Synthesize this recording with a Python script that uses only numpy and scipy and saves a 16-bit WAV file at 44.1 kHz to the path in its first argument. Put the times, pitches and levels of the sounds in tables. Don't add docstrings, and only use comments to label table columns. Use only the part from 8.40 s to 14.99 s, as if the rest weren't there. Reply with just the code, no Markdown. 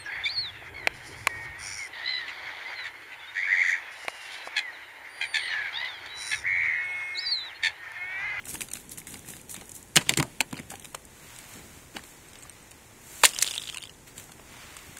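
import sys
import numpy as np
from scipy import signal
from scipy.fft import rfft, irfft, next_fast_len
from scipy.io import wavfile
from scipy.ndimage import uniform_filter1d

SR = 44100
rng = np.random.default_rng(int(sys.argv[2]) if len(sys.argv) > 2 else 0)


def gain_from_decibels(decibels):
    exponent = np.asarray(decibels, float) / 20
    return 10 ** exponent


def persist_wave(psi):
    counts = np.round(np.clip(psi, -1, 1) * 32767).astype(np.int16)
    wavfile.write(sys.argv[1], SR, np.atleast_2d(counts).T)


N = 290619

# [f/Hz, level/dB]
HISS_SPECTRUM = [(290, -47), (500, 0.5), (687, -24), (760, -12), (841, -3), (1060, -2.5), (1170, -7),
                 (1940, -3.5), (2830, -11), (4900, -13), (7000, -6.5), (11200, -14), (15800, -20)]
STREET_SPECTRUM = [(12, -37), (20, -3), (145, -0.5), (189, -7.5), (258, -5), (375, -5.5), (497, -11.5),
                   (700, -13.5), (910, -13), (1540, -120)]
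HISS_DB, STREET_DB = -57, -55.5

# [t/s, speed level/dB, pressure level/dB, length/s]
STROKES = [(.1, -36.5, -50.5, 0.024), (.15, -39, -46, 0.022), (.22, -39.5, -45.5, 0.017),
           (.35, -42.5, -51.5, 0.026), (.4, -50, -60, 0.0092), (.52, -40, -56, 0.013),
           (.585, -38.5, -52, 0.009), (.69, -45.5, -58, 0.024), (.74, -47.5, -50, 0.043),
           (.905, -43, -51, 0.041), (1.115, -39, -59, 0.022), (1.18, -57, -49.5, 0.027),
           (1.3, -54, -77, 0.11), (1.36, -42, -72, 0.016), (2.135, -59, -53, 0.029),
           (2.18, -64, -50.5, 0.031), (2.32, -48.5, -49, 0.027), (2.45, -52.5, -62, 0.065)]
# [t/s, speed level/dB, pressure level/dB, length/s]
HOLDS = [
    (.5, -59, -59, 0.98),
    (1.95, -58, -57.5, 0.4),
    (2.55, -60, -65.5, 0.04),
]
# [f/Hz, level/dB]
FIZZ_SPECTRUM = [(2650, -32), (3800, -18.5), (5400, -15.5), (6840, -8.5), (9270, -6), (11800, -7.5),
                 (14800, -16), (16000, -15), (16500, -50)]
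SCRAPE_SPECTRUM = [(450, -30), (850, -5), (1300, -6), (2300, 1), (3600, -3), (5000, -15), (8000, -40)]
# [f/Hz, level/dB]
RUMBLE_SPECTRUM = [(35, -41), (60, 2.5), (220, 3.5), (308, 0), (651, -12.5), (800, -10), (1040, -31),
                   (1760, -120)]
LID_RUMBLE_DB = 1.5

# [t/s, level/dB, f/Hz]
CHIPS = [(.0028, -36.5, 3060), (.0216, -39, 3200), (.0408, -37, 2220), (.0694, -36, 2590),
         (.1126, -34, 2390), (.1556, -30, 1750), (.156, -28, 2800), (.576, -36, 2900), (.5814, -34, 2020),
         (.6175, -35, 2220), (.6815, -37, 2020), (.7568, -31.5, 2160), (.8483, -40, 1850),
         (.879, -37, 2550), (.9371, -33.5, 1740), (.9979, -39, 2460), (1.1524, -32, 3700),
         (1.1567, -35, 2220), (1.6704, -34, 3120), (1.689, -27, 3030), (1.7443, -33, 2450),
         (1.788, -18, 2060), (1.8005, -12, 2300), (1.806, -20, 1040), (1.828, -18, 2110), (1.838, -39, 900),
         (1.853, -35.5, 660), (1.868, -48, 775), (1.882, -46, 700), (2.1434, -30, 2330), (2.156, -35, 3100),
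         (2.1913, -25.5, 2140), (2.2179, -42, 3020), (2.339, -32, 790), (2.548, -27, 1040),
         (2.356, -32, 3180), (2.4241, -36, 3360), (2.4552, -31, 3200), (3.551, -38, 330), (3.556, -43, 510),
         (3.565, -25.5, 2900), (3.568, -32, 1590), (3.569, -30.5, 815), (3.5842, -37, 1110),
         (3.5939, -34.5, 1770), (3.6516, -43, 2410), (3.934, -41, 3700), (3.934, -40, 5600),
         (4.0538, -38.5, 1150), (4.0962, -40, 3830), (4.0962, -42, 5800), (2.011, -29.5, 260),
         (2.012, -20.5, 860), (2.132, -28.5, 250), (2.199, -34, 262), (1.801, -25.5, 268), (.152, -33, 930),
         (6.368, -34.5, 1320), (6.5715, -34, 1590)]
# [t/s, level/dB]
FROST = [(.0465, -42), (0.0666, -36), (0.094, -32), (0.1533, -36), (0.304, -38), (.4538, -48), (.576, -37),
         (0.722, -37), (.7298, -41), (0.773, -40), (0.794, -37), (.8794, -43), (1.0153, -40.5),
         (1.126, -33), (1.2574, -40), (1.3523, -33), (1.429, -38), (2.143, -43), (2.653, -36), (3.138, -37),
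         (3.586, -45), (3.935, -44), (4.0963, -38), (4.3112, -40), (5.227, -44), (5.243, -38), (5.267, -39),
         (1.555, -37), (1.69, -35), (2.0037, -36), (4.8338, -30), (5.155, -30), (5.311, -42), (5.197, -41),
         (5.422, -41), (5.841, -39.5)]
# [t/s, level/dB, f/Hz]
SNAPS = [(.2185, -18, 2520), (.336, -13, 7960), (1.6945, -3.5, 2900), (1.6945, -20, 6800),
         (1.776, -12, 7650), (1.8275, -12, 7200), (1.738, -26, 6860), (1.7385, -12.5, 2780),
         (2.0064, -2, 2550), (2.0066, -13, 8500), (2.011, -12, 2900), (2.55, -13.5, 7700),
         (4.9882, -6, 5740), (1.566, 10, 6800), (1.5735, 1, 2850), (4.8385, -3, 1000), (4.8565, -15, 7200),
         (5.027, 4.5, 6270), (2.2, -28, 2060), (2.3045, -23, 7500), (.2075, -28, 2000), (5.0765, -12, 3970)]

# [t/s, plate level/dB, bright edge level/dB]
TICKS = [(0.056, -42.5, -35), (0.086, -49, -36), (0.1033, -46, -37), (0.1433, -47, -31),
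         (0.2085, -31.5, -31.5), (0.218, -35.5, -28.5), (.287, -41.5, -43), (0.3161, -38.5, -34),
         (0.3363, -40.5, -28), (0.3552, -38, -41), (0.3712, -39, -36.5), (0.495, -73, -39), (.52, -63, -44),
         (0.5848, -45, -38), (0.6715, -40.5, -35.5), (.708, -67, -40), (0.7427, -38, -40.5),
         (0.888, -47, -38), (0.904, -64, -39), (0.936, -42, -59), (0.967, -48, -43), (1.096, -47, -36.5),
         (1.112, -66, -40), (1.144, -36.5, -33.5), (1.1652, -39.5, -36), (1.213, -43.5, -43),
         (1.295, -48.5, -37), (1.3186, -55, -35.5), (1.364, -50, -40)]
# [t/s, plate level/dB, bright edge level/dB]
SLIPS = [
    (1.722, -41, -36),
    (2.112, -48.5, -46.5),
    (2.17, -37.5, -57),
    (2.1915, -53, -49),
    (2.1975, -42, -40.5),
    (2.34, -49, -60),
    (2.356, -45, -39),
    (2.398, -49, -41),
    (2.4467, -39.5, -39),
]
# [t/s, plate level/dB, bright edge level/dB]
HANDLING = [
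    (2.9632, -47, -44),
    (2.9885, -43, -39),
    (3.568, -30.5, -43),
    (3.593, -51, -53),
    (3.6388, -43.5, -45),
    (3.9564, -43, -53),
    (4.026, -46, -46),
    (4.3161, -46, -43.5),
]
# [t/s, plate level/dB, bright edge level/dB]
STEPS = [
    (5.781, -42.5, -38),
    (5.92, -43, -41.5),
    (6.368, -40.5, -37.5),
    (6.39, -44, -50),
    (6.571, -42.5, -38),
    (6.586, -55, -40),
]
# [t/s, level/dB]
BUMPS = [(.07, -39.5), (0.146, -40), (1.1653, -47), (1.22, -42), (1.6693, -44), (1.708, -29), (1.848, -51),
         (2.155, -50), (2.34, -38), (4.06, -49), (4.512, -53), (5.894, -41), (5.996, -44.5), (6.14, -48)]
KNOCK_UNDER_DB = 8

# [t/s, plate level/dB, bright edge level/dB, low knock level/dB, length/ms]
CRACKS = [(1.5597, -17, -18, -34, 2.1), (1.5652, -11.5, -10.5, -26.5, 1.2), (1.5716, -4.5, -15, -21, 1.36),
          (1.6141, -37, -44, -41, 7.8), (1.6943, -12, -16, -28, 1.94), (1.738, -22, -26, -43, 0.64),
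          (1.7747, -19.5, -20, -34, 2.5), (1.788, -46, -34, -51, 3.8), (1.8006, -22, -28, -25, 2.8),
          (1.8277, -32, -27.5, -24.5, 1.44), (2.007, -19.5, -20.5, -26.5, 1.7),
          (2.0116, -24, -19.5, -27, 0.84), (2.1293, -36, -36.5, -36.5, 1.6), (2.1784, -41, -46, -48, 2.9),
          (2.3043, -37.5, -34.5, -63, 2.4), (2.3179, -55, -39, -42.5, 4), (2.4552, -30.5, -34, -66, 0.57),
          (2.548, -34, -37, -35.5, 3)]
# [t/s, level/dB]
THUMPS = [(1.5647, -26.5), (1.5723, -23), (1.669, -40), (1.6944, -32), (1.7186, -30.5), (1.7733, -28.5),
          (1.789, -26), (1.801, -26.5), (1.812, -39), (1.8255, -39), (2.008, -54), (2.1303, -34),
          (2.192, -42), (2.1974, -39)]
THUMP_MS = 7.3
# [f/Hz, level/dB]
EDGE_SPECTRUM = [(2940, -55), (5000, -17.5), (7020, -2.5), (8200, -4.5), (9060, -2), (10800, -13.5),
                 (14300, -15), (16500, -55)]
# [f/Hz, width/Hz, level/dB]
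PLATE_MODES = [(1854, 920, -0.5), (2900, 1410, 1.5), (4420, 1510, 1.5), (4970, 1500, -9.5)]
KNOCK_MODES = [(406, 237, -4), (850, 650, 2), (1310, 2500, -7)]
LID_MODES = [(125, 38, 1), (250, 50, -3.5), (330, 89, -4.5)]
DEBRIS_MODES = [(1230, 3300, -9.5), (2970, 980, 3), (3760, 1300, 0.5), (5000, 1160, 1), (5860, 3500, -9.5)]
# [t/s, fizz level/dB, body level/dB, length/s]
SPILLS = [
    (1.578, -34, -44, 0.02),
    (1.605, -47, -50, 0.069),
    (1.7, -47.5, -38, 0.069),
    (1.79, -37.5, -57, 0.033),
    (4.862, -29, -29.5, 0.033),
    (4.95, -53, -43.5, 0.078),
    (5.05, -36.5, -35.5, 0.15),
    (5.18, -53, -45.5, 0.13),
    (5.35, -46.5, -46, 0.058),
]

# [t/s, bright level/dB, dull level/dB, length/s]
SWINGS = [(2.97, -51.5, -52.5, 0.32), (3.14, -51, -53.5, 0.086), (3.35, -59, -63, 0.13),
          (3.56, -50, -49, 0.028), (3.68, -51.5, -62, 0.074), (4.05, -58.5, -56.5, 0.49),
          (4.45, -64, -75, 0.17), (4.81, -44.5, -53, 0.22), (5.68, -50.5, -52, 0.019),
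          (5.79, -46.5, -53, 0.043), (6.23, -60, -49, 0.19), (6.52, -53.5, -56.5, 0.88)]
# [t/s, level/dB, length/s]
GRIPS = [
    (2.72, -65, 0.19),
    (3.17, -46, 0.057),
    (3.56, -44.5, 0.02),
    (5.79, -51, 0.062),
    (6, -58.5, 0.22),
    (6.49, -50.5, 0.032),
]
# [f/Hz, level/dB]
WEAVE_SPECTRUM = [(2710, -21), (4600, -14), (4840, -17), (6210, -8.5), (7210, -1.5), (8860, -4),
                  (10500, -8.5), (12300, -6), (15800, -11)]
FOLDS_SPECTRUM = [(350, -64), (600, -1), (879, -4.5), (1040, -1), (1650, -1.5), (2150, 2), (3400, -4.5),
                  (4700, -8), (6500, -13.5), (11000, -120)]

# [t/s, peak level/dB, f/Hz]
SPLINTER = [(3.8864, -36, 8400), (3.933, -39, 8300), (3.9883, -33, 8330), (4.032, -31, 7600),
            (4.097, -27, 8500), (4.2278, -39, 8250), (3.999, -44, 8200), (4.012, -45, 8300),
            (4.024, -41, 8400), (4.035, -36, 6900), (4.037, -35, 8540), (4.108, -43, 8550),
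            (4.124, -45, 8500), (3.945, -53, 8400)]

# [t/s, plate level/dB, bright edge level/dB, low knock level/dB, length/ms]
BURST = [(4.8378, -6.5, -12.5, -11.5, 2.46), (4.8458, -7, -7, -40, 0.72), (4.8526, -10, -15, -57, 6.0),
         (4.855, -14.5, -9, -42, 4.1), (4.8654, -22, -44, -46, 1.3), (4.89, -42, -37.5, -47, 2.7),
         (4.948, -56, -34, -47, 2.4), (4.9796, -40, -37, -43.5, 2.1), (4.989, -39, -38, -52, 1.74),
         (4.991, -34, -29, -44.5, 3.8), (5.0148, -41, -29, -46, 4.8), (5.0257, -20, -15, -44, 3.5)]
# [t/s, level/dB, f/Hz]
RATTLE = [(4.891, -22, 5500), (4.911, -36, 2580), (4.9485, -23, 5160), (4.9615, -31, 3220),
          (5.0165, -15, 4350), (5.1535, -28, 4300), (5.1561, -28, 4970), (5.166, -27, 3300),
          (5.1854, -23, 3360), (5.1978, -26, 3620), (5.2225, -31, 3500), (5.2553, -37, 3530),
          (5.2755, -26, 3740), (5.2937, -22, 3140), (5.2992, -20.5, 3080), (5.3334, -40, 1260),
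          (5.339, -36, 3300), (5.35, -32, 3000), (5.362, -38, 1030), (5.4069, -34, 2990),
          (5.4215, -30, 3190), (5.4487, -38, 4780), (5.4737, -32, 3340), (5.5482, -45, 3510),
          (5.101, -35, 4270), (5.111, -19, 6200), (5.1165, -22, 4960), (5.045, -30, 4340),
          (5.2985, -27, 7350), (5.431, -30, 4570), (5.293, -29, 4400)]
# [t/s, ring level/dB, bright edge level/dB, f/Hz]
SHARDS = [(4.9363, -30, -38, 2870), (4.9639, -29.5, -40, 3130), (5.0655, -29, -40, 2900),
          (5.0686, -29, -38, 3460), (5.0765, -25, -33, 3610), (5.086, -29, -39, 3020),
          (5.111, -27, -46, 3520), (5.117, -33, -38.5, 2900), (5.131, -39, -44, 3570),
          (5.1388, -30, -46, 2820), (5.145, -33, -41, 2970), (5.1611, -29.5, -38, 2700),
          (5.1797, -24.5, -35, 3700), (5.197, -38, -51, 3760), (5.219, -32.5, -51, 3370),
          (5.238, -34, -46, 3500), (5.2555, -38, -46, 3430), (5.274, -33, -49, 3420),
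          (5.28, -36, -42, 3100), (5.29, -32, -51, 2900), (5.299, -29.5, -38, 3040),
          (5.3265, -39, -48, 3260), (5.346, -30.5, -34, 2570), (5.362, -40, -58, 2830),
          (5.3725, -28, -34, 2870), (5.383, -32, -38, 2760), (5.427, -36, -41, 3630),
          (5.438, -32.5, -38, 3100), (5.455, -38, -48, 3440), (5.496, -38, -52, 2940)]

# [f/Hz, t60/s]
ECHO_DECAY = [(300, 0.19), (2500, 0.072), (10000, 0.035)]

# [f/Hz, level/dB]
BAND_LOSS = [(1200, -25), (2000, -9), (3300, -2.6), (4700, -.5), (6000, -2.4), (8000, -5), (10500, -1.4),
             (13000, 0), (15500, .3)]
# [from t/s, to t/s]
CLICK_STRETCHES = [(.035, .05), (.16, .205), (.295, .35), (.655, .67), (1.082, 1.095), (1.275, 1.292),
                   (1.678, 1.69), (1.752, 1.772), (1.805, 1.822), (2.015, 2.022), (2.112, 2.145),
                   (2.385, 2.445), (2.535, 2.547), (3.922, 3.935), (4.09, 4.11), (4.922, 5.022),
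                   (5.158, 5.202), (5.35, 5.44), (5.485, 5.5), (6.355, 6.367), (6.565, 6.585)]
TOP_HZ, QUIET_TOP_HZ = 16300, 15750


def unit(x):
    return x / np.sqrt(np.mean(x ** 2) + 1e-20)


def along(points, hz):
    f, v = np.transpose(points)
    return np.interp(np.log(hz + 1), np.log(f + 1), v)


def filtered(x, response):
    m = next_fast_len(N + SR // 2)
    hz = np.fft.rfftfreq(m, 1 / SR)
    return irfft(rfft(x, m) * response(hz), m)[:N]


def coloured(x, spectrum):
    return filtered(x, lambda hz: unit(gain_from_decibels(along(spectrum, hz))))


def resonant(x, modes):
    def response(f):
        h = 0
        for k, (centre, width, db) in enumerate(modes):
            damping = 1j * f * width
            h = h + (-1) ** k * gain_from_decibels(db) * damping / (centre * centre - f * f + damping)
        return h / np.sqrt(np.mean(abs(h) ** 2))
    return filtered(x, response)


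def gritty(per_s, spread_db, share):
    size_db = spread_db * np.minimum(rng.exponential(1, N), 3)
    hits = (rng.random(N) < per_s / SR) * gain_from_decibels(size_db)
    grains = np.convolve(hits, np.hanning(110))[:N]
    share = np.clip(share, 0, 1)
    rough = unit(grains * rng.standard_normal(N))
    return np.sqrt(share) * rough + np.sqrt(1 - share) * rng.standard_normal(N)


def swells(rows, rise, fall):
    s, *dbs, length = np.transpose(rows)
    t = np.arange(0, N + 32, 32) / SR
    u = (t - s[:, None]) / np.maximum(length, .005)[:, None]
    power = np.exp(-np.where(u < 0, (u / rise) ** 2, abs(u) / fall))
    gains = np.sqrt(gain_from_decibels(2 * np.array(dbs)) @ power)
    return [np.interp(np.arange(N) / SR, t, gain) for gain in gains]


def bursts(times, dbs, widths_ms, rise=0.84, fall=0.99):
    out = np.zeros(N + SR)
    t = np.arange(-SR // 100, SR // 16) / SR
    noise = rng.standard_normal((len(times), len(t)))
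    for s, db, ms, grain in zip(times, dbs, widths_ms, noise):
        u = 1000 * t / max(ms, .5)
        shape = np.where(u < 0, np.exp(-(u / rise) ** 2), np.exp(-abs(u) / fall))
        out[round(s * SR):][:len(t)] += gain_from_decibels(db) * shape * grain
    return out[SR // 100:][:N]


def rings(times, dbs, hzs, t60_s, rise_s):
    out = np.zeros(N + SR)
    t = np.arange(SR // 16) / SR
    for s, db, hz, t60, rise in np.broadcast(times, dbs, hzs, t60_s, rise_s):
        shape = gain_from_decibels(db - 60 * t / t60) * (1 - np.exp(-(t / rise) ** 2))
        out[round((s - 1.5 * rise) * SR):][:len(t)] += shape * np.sin(2 * np.pi * hz * t)
    return out[:N]


def ringing_pieces(rows, decay_cycles, onset_cycles):
    s, db, hz = np.transpose(rows)
    return rings(s, db + 5.0, hz, decay_cycles / hz, onset_cycles / hz)


def fractures(s, body_db, edge_db, knock_db, width_ms, lift_db, knock_lift_db):
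    body = resonant(bursts(s, body_db + lift_db, width_ms), PLATE_MODES)
    bright = coloured(bursts(s, edge_db + lift_db, 1.11 * width_ms), EDGE_SPECTRUM)
    low = resonant(bursts(s, knock_db + knock_lift_db, 1.59 * width_ms, rise=0.53), KNOCK_MODES)
    return body + bright + low


def air():
    hiss, rumble = rng.standard_normal((2, N))
    return gain_from_decibels(HISS_DB) * coloured(hiss, HISS_SPECTRUM) + gain_from_decibels(STREET_DB) * coloured(rumble, STREET_SPECTRUM)


def drag():
    speed, pressure = swells(STROKES + HOLDS, rise=0.69, fall=0.81)
    grit = gritty(500, spread_db=3, share=0.3)
    fizz = coloured(grit, FIZZ_SPECTRUM)
    scrape = coloured(grit, SCRAPE_SPECTRUM)
    rumble = coloured(gritty(130, spread_db=1.5, share=0.16), RUMBLE_SPECTRUM)
    return speed * fizz + pressure * (gain_from_decibels(-3.0) * scrape + gain_from_decibels(LID_RUMBLE_DB) * rumble)


def chips():
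    return ringing_pieces(CHIPS, decay_cycles=16, onset_cycles=1.2)


def frost():
    s, db = np.transpose(FROST)
    return coloured(bursts(s, db, np.full(len(s), .9)), EDGE_SPECTRUM)


def ticks():
    s, body, edge = np.transpose(TICKS + SLIPS + HANDLING + STEPS)
    small = fractures(s, body, edge, body - KNOCK_UNDER_DB, np.full(len(s), 1.9),
                      lift_db=1.0, knock_lift_db=-2.0)
    at, db = np.transpose(BUMPS)
    bumps = resonant(bursts(at, db, np.full(len(at), 3.5), rise=0.46), KNOCK_MODES)
    return bumps + small


def snaps():
    return ringing_pieces(SNAPS, decay_cycles=9, onset_cycles=.6)


def cracks():
    s, db = np.transpose(THUMPS)
    lid = resonant(bursts(s, db + 3.0, np.full(len(s), THUMP_MS), rise=0.5), LID_MODES)
    lid = filtered(lid, lambda hz: 1j * hz / (1j * hz + 80))
    return lid + fractures(*np.transpose(CRACKS), lift_db=0.0, knock_lift_db=1.0)


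def crumbs():
    fizzing, crunching = swells(SPILLS, rise=0.47, fall=0.51)
    fizz = coloured(gritty(500, spread_db=1.5, share=0.55), EDGE_SPECTRUM)
    body = resonant(gritty(450, spread_db=2.5, share=0.71), DEBRIS_MODES)
    return gain_from_decibels(-3.0) * fizzing * fizz + gain_from_decibels(-4.0) * crunching * body


def coat():
    bright, dull = swells(SWINGS, rise=0.53, fall=0.79)
    hand, = swells(GRIPS, rise=0.4, fall=0.99)
    rub = gritty(600, spread_db=4.0, share=0.17)
    grip = coloured(gritty(88, spread_db=10.0, share=0.19), RUMBLE_SPECTRUM)
    return bright * coloured(rub, WEAVE_SPECTRUM) + dull * coloured(rub, FOLDS_SPECTRUM) + hand * grip


def splinter():
    s, db, hz = np.transpose(SPLINTER)
    return rings(s, db - 1, hz, t60_s=0.014, rise_s=0.00045)


def burst():
    s, body, edge, knock, width = np.transpose(BURST)
    push_modes = [(150, 130, 0), (930, 250, 1)]  # f/Hz, width/Hz, level/dB
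    push = resonant(bursts(s, knock - 12, 2.0 * width, rise=0.24), push_modes)
    breaking = fractures(s, body, edge, knock, np.minimum(width, 3.5), lift_db=-1.0, knock_lift_db=-4.0)
    return push + breaking


def rattle():
    return ringing_pieces(RATTLE, decay_cycles=22, onset_cycles=1.6)


def shards():
    s, body, edge, hz = np.transpose(SHARDS)
    detune = 1 + 0.072 * rng.standard_normal((len(s), 2)).T
    near, upper = hz * [[.9], [2.2]] * detune
    ring = rings(s, body + 9, hz, t60_s=0.013, rise_s=0.00098)
    ring += rings(s, body + 3, near, t60_s=0.0044, rise_s=0.00116)
    ring += rings(s, edge + 3, upper, t60_s=0.0047, rise_s=0.00086)
    click = resonant(bursts(s, body - 3, np.full(len(s), 1.6)), DEBRIS_MODES)
    bright = bursts(s, edge - 4, np.full(len(s), 1.3))
    bright = coloured(coloured(bright, EDGE_SPECTRUM), EDGE_SPECTRUM)
    return ring + click + bright


def echo(x):
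    hz, t, z = signal.stft(rng.standard_normal(SR // 4), SR, nperseg=128)
    decay = gain_from_decibels(-60 * t / along(ECHO_DECAY, hz)[:, None])
    tail = signal.istft(z * decay, SR, nperseg=128)[1]
    return signal.fftconvolve(np.pad(x, (130, 0)), tail / np.linalg.norm(tail))[:N]


def scene():
    lid, ground = ticks() + cracks(), burst() + shards()
    wet = gain_from_decibels(-13.0) * echo(lid) + gain_from_decibels(-17.0) * echo(ground)
    pieces = chips() + frost() + snaps() + rattle()
    return (lid + ground + wet + crumbs() + drag() + coat() + splinter() + air() + pieces)[None]


def thin_quiet_bands(x):
    hz, _, z = signal.stft(x, SR, nperseg=1024)
    power = uniform_filter1d(uniform_filter1d(abs(z) ** 2, size=4, axis=0), size=3, axis=1)
    around = np.exp(uniform_filter1d(np.log(power + 1e-16), size=41, axis=0))
    total = power.sum(axis=0)
    limit = around * gain_from_decibels(2 * along(BAND_LOSS, hz))[:, None]
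    weak = (power < limit) & (total < gain_from_decibels(-70))
    weak |= (hz > QUIET_TOP_HZ)[:, None] & (total < gain_from_decibels(-59))
    return signal.istft(np.where(weak, .04 * z, z), SR, nperseg=1024)[1][:N]


def thin_click_treble(x):
    hz, t, z = signal.stft(x, SR, nperseg=256)
    power = uniform_filter1d(uniform_filter1d(abs(z) ** 2, size=5, axis=0), size=2, axis=1)
    level = np.log(power + 1e-16)
    usual = uniform_filter1d(uniform_filter1d(level, size=15, axis=0), size=4, axis=1)
    clicking = sum((t > start) & (t < end) for start, end in CLICK_STRETCHES) > 0
    faint = level < usual - .55 + hz[:, None] / 18000
    weak = clicking & faint & (hz > 3600)[:, None]
    return signal.istft(np.where(weak, .08 * z, z), SR, nperseg=256)[1][:N]


def top_cut(x):
    return signal.sosfilt(signal.butter(12, 16970, fs=SR, output="sos"), x)


def record(dry):
    top = .58
    soft = dry[0] / (1 + abs(dry[0] / top) ** 6) ** (1 / 6)
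    soft = filtered(soft, lambda hz: hz < TOP_HZ)
    mix = thin_click_treble(thin_quiet_bands(soft))[None]
    return top_cut(mix)


dry = scene()
out = record(dry)
persist_wave(out)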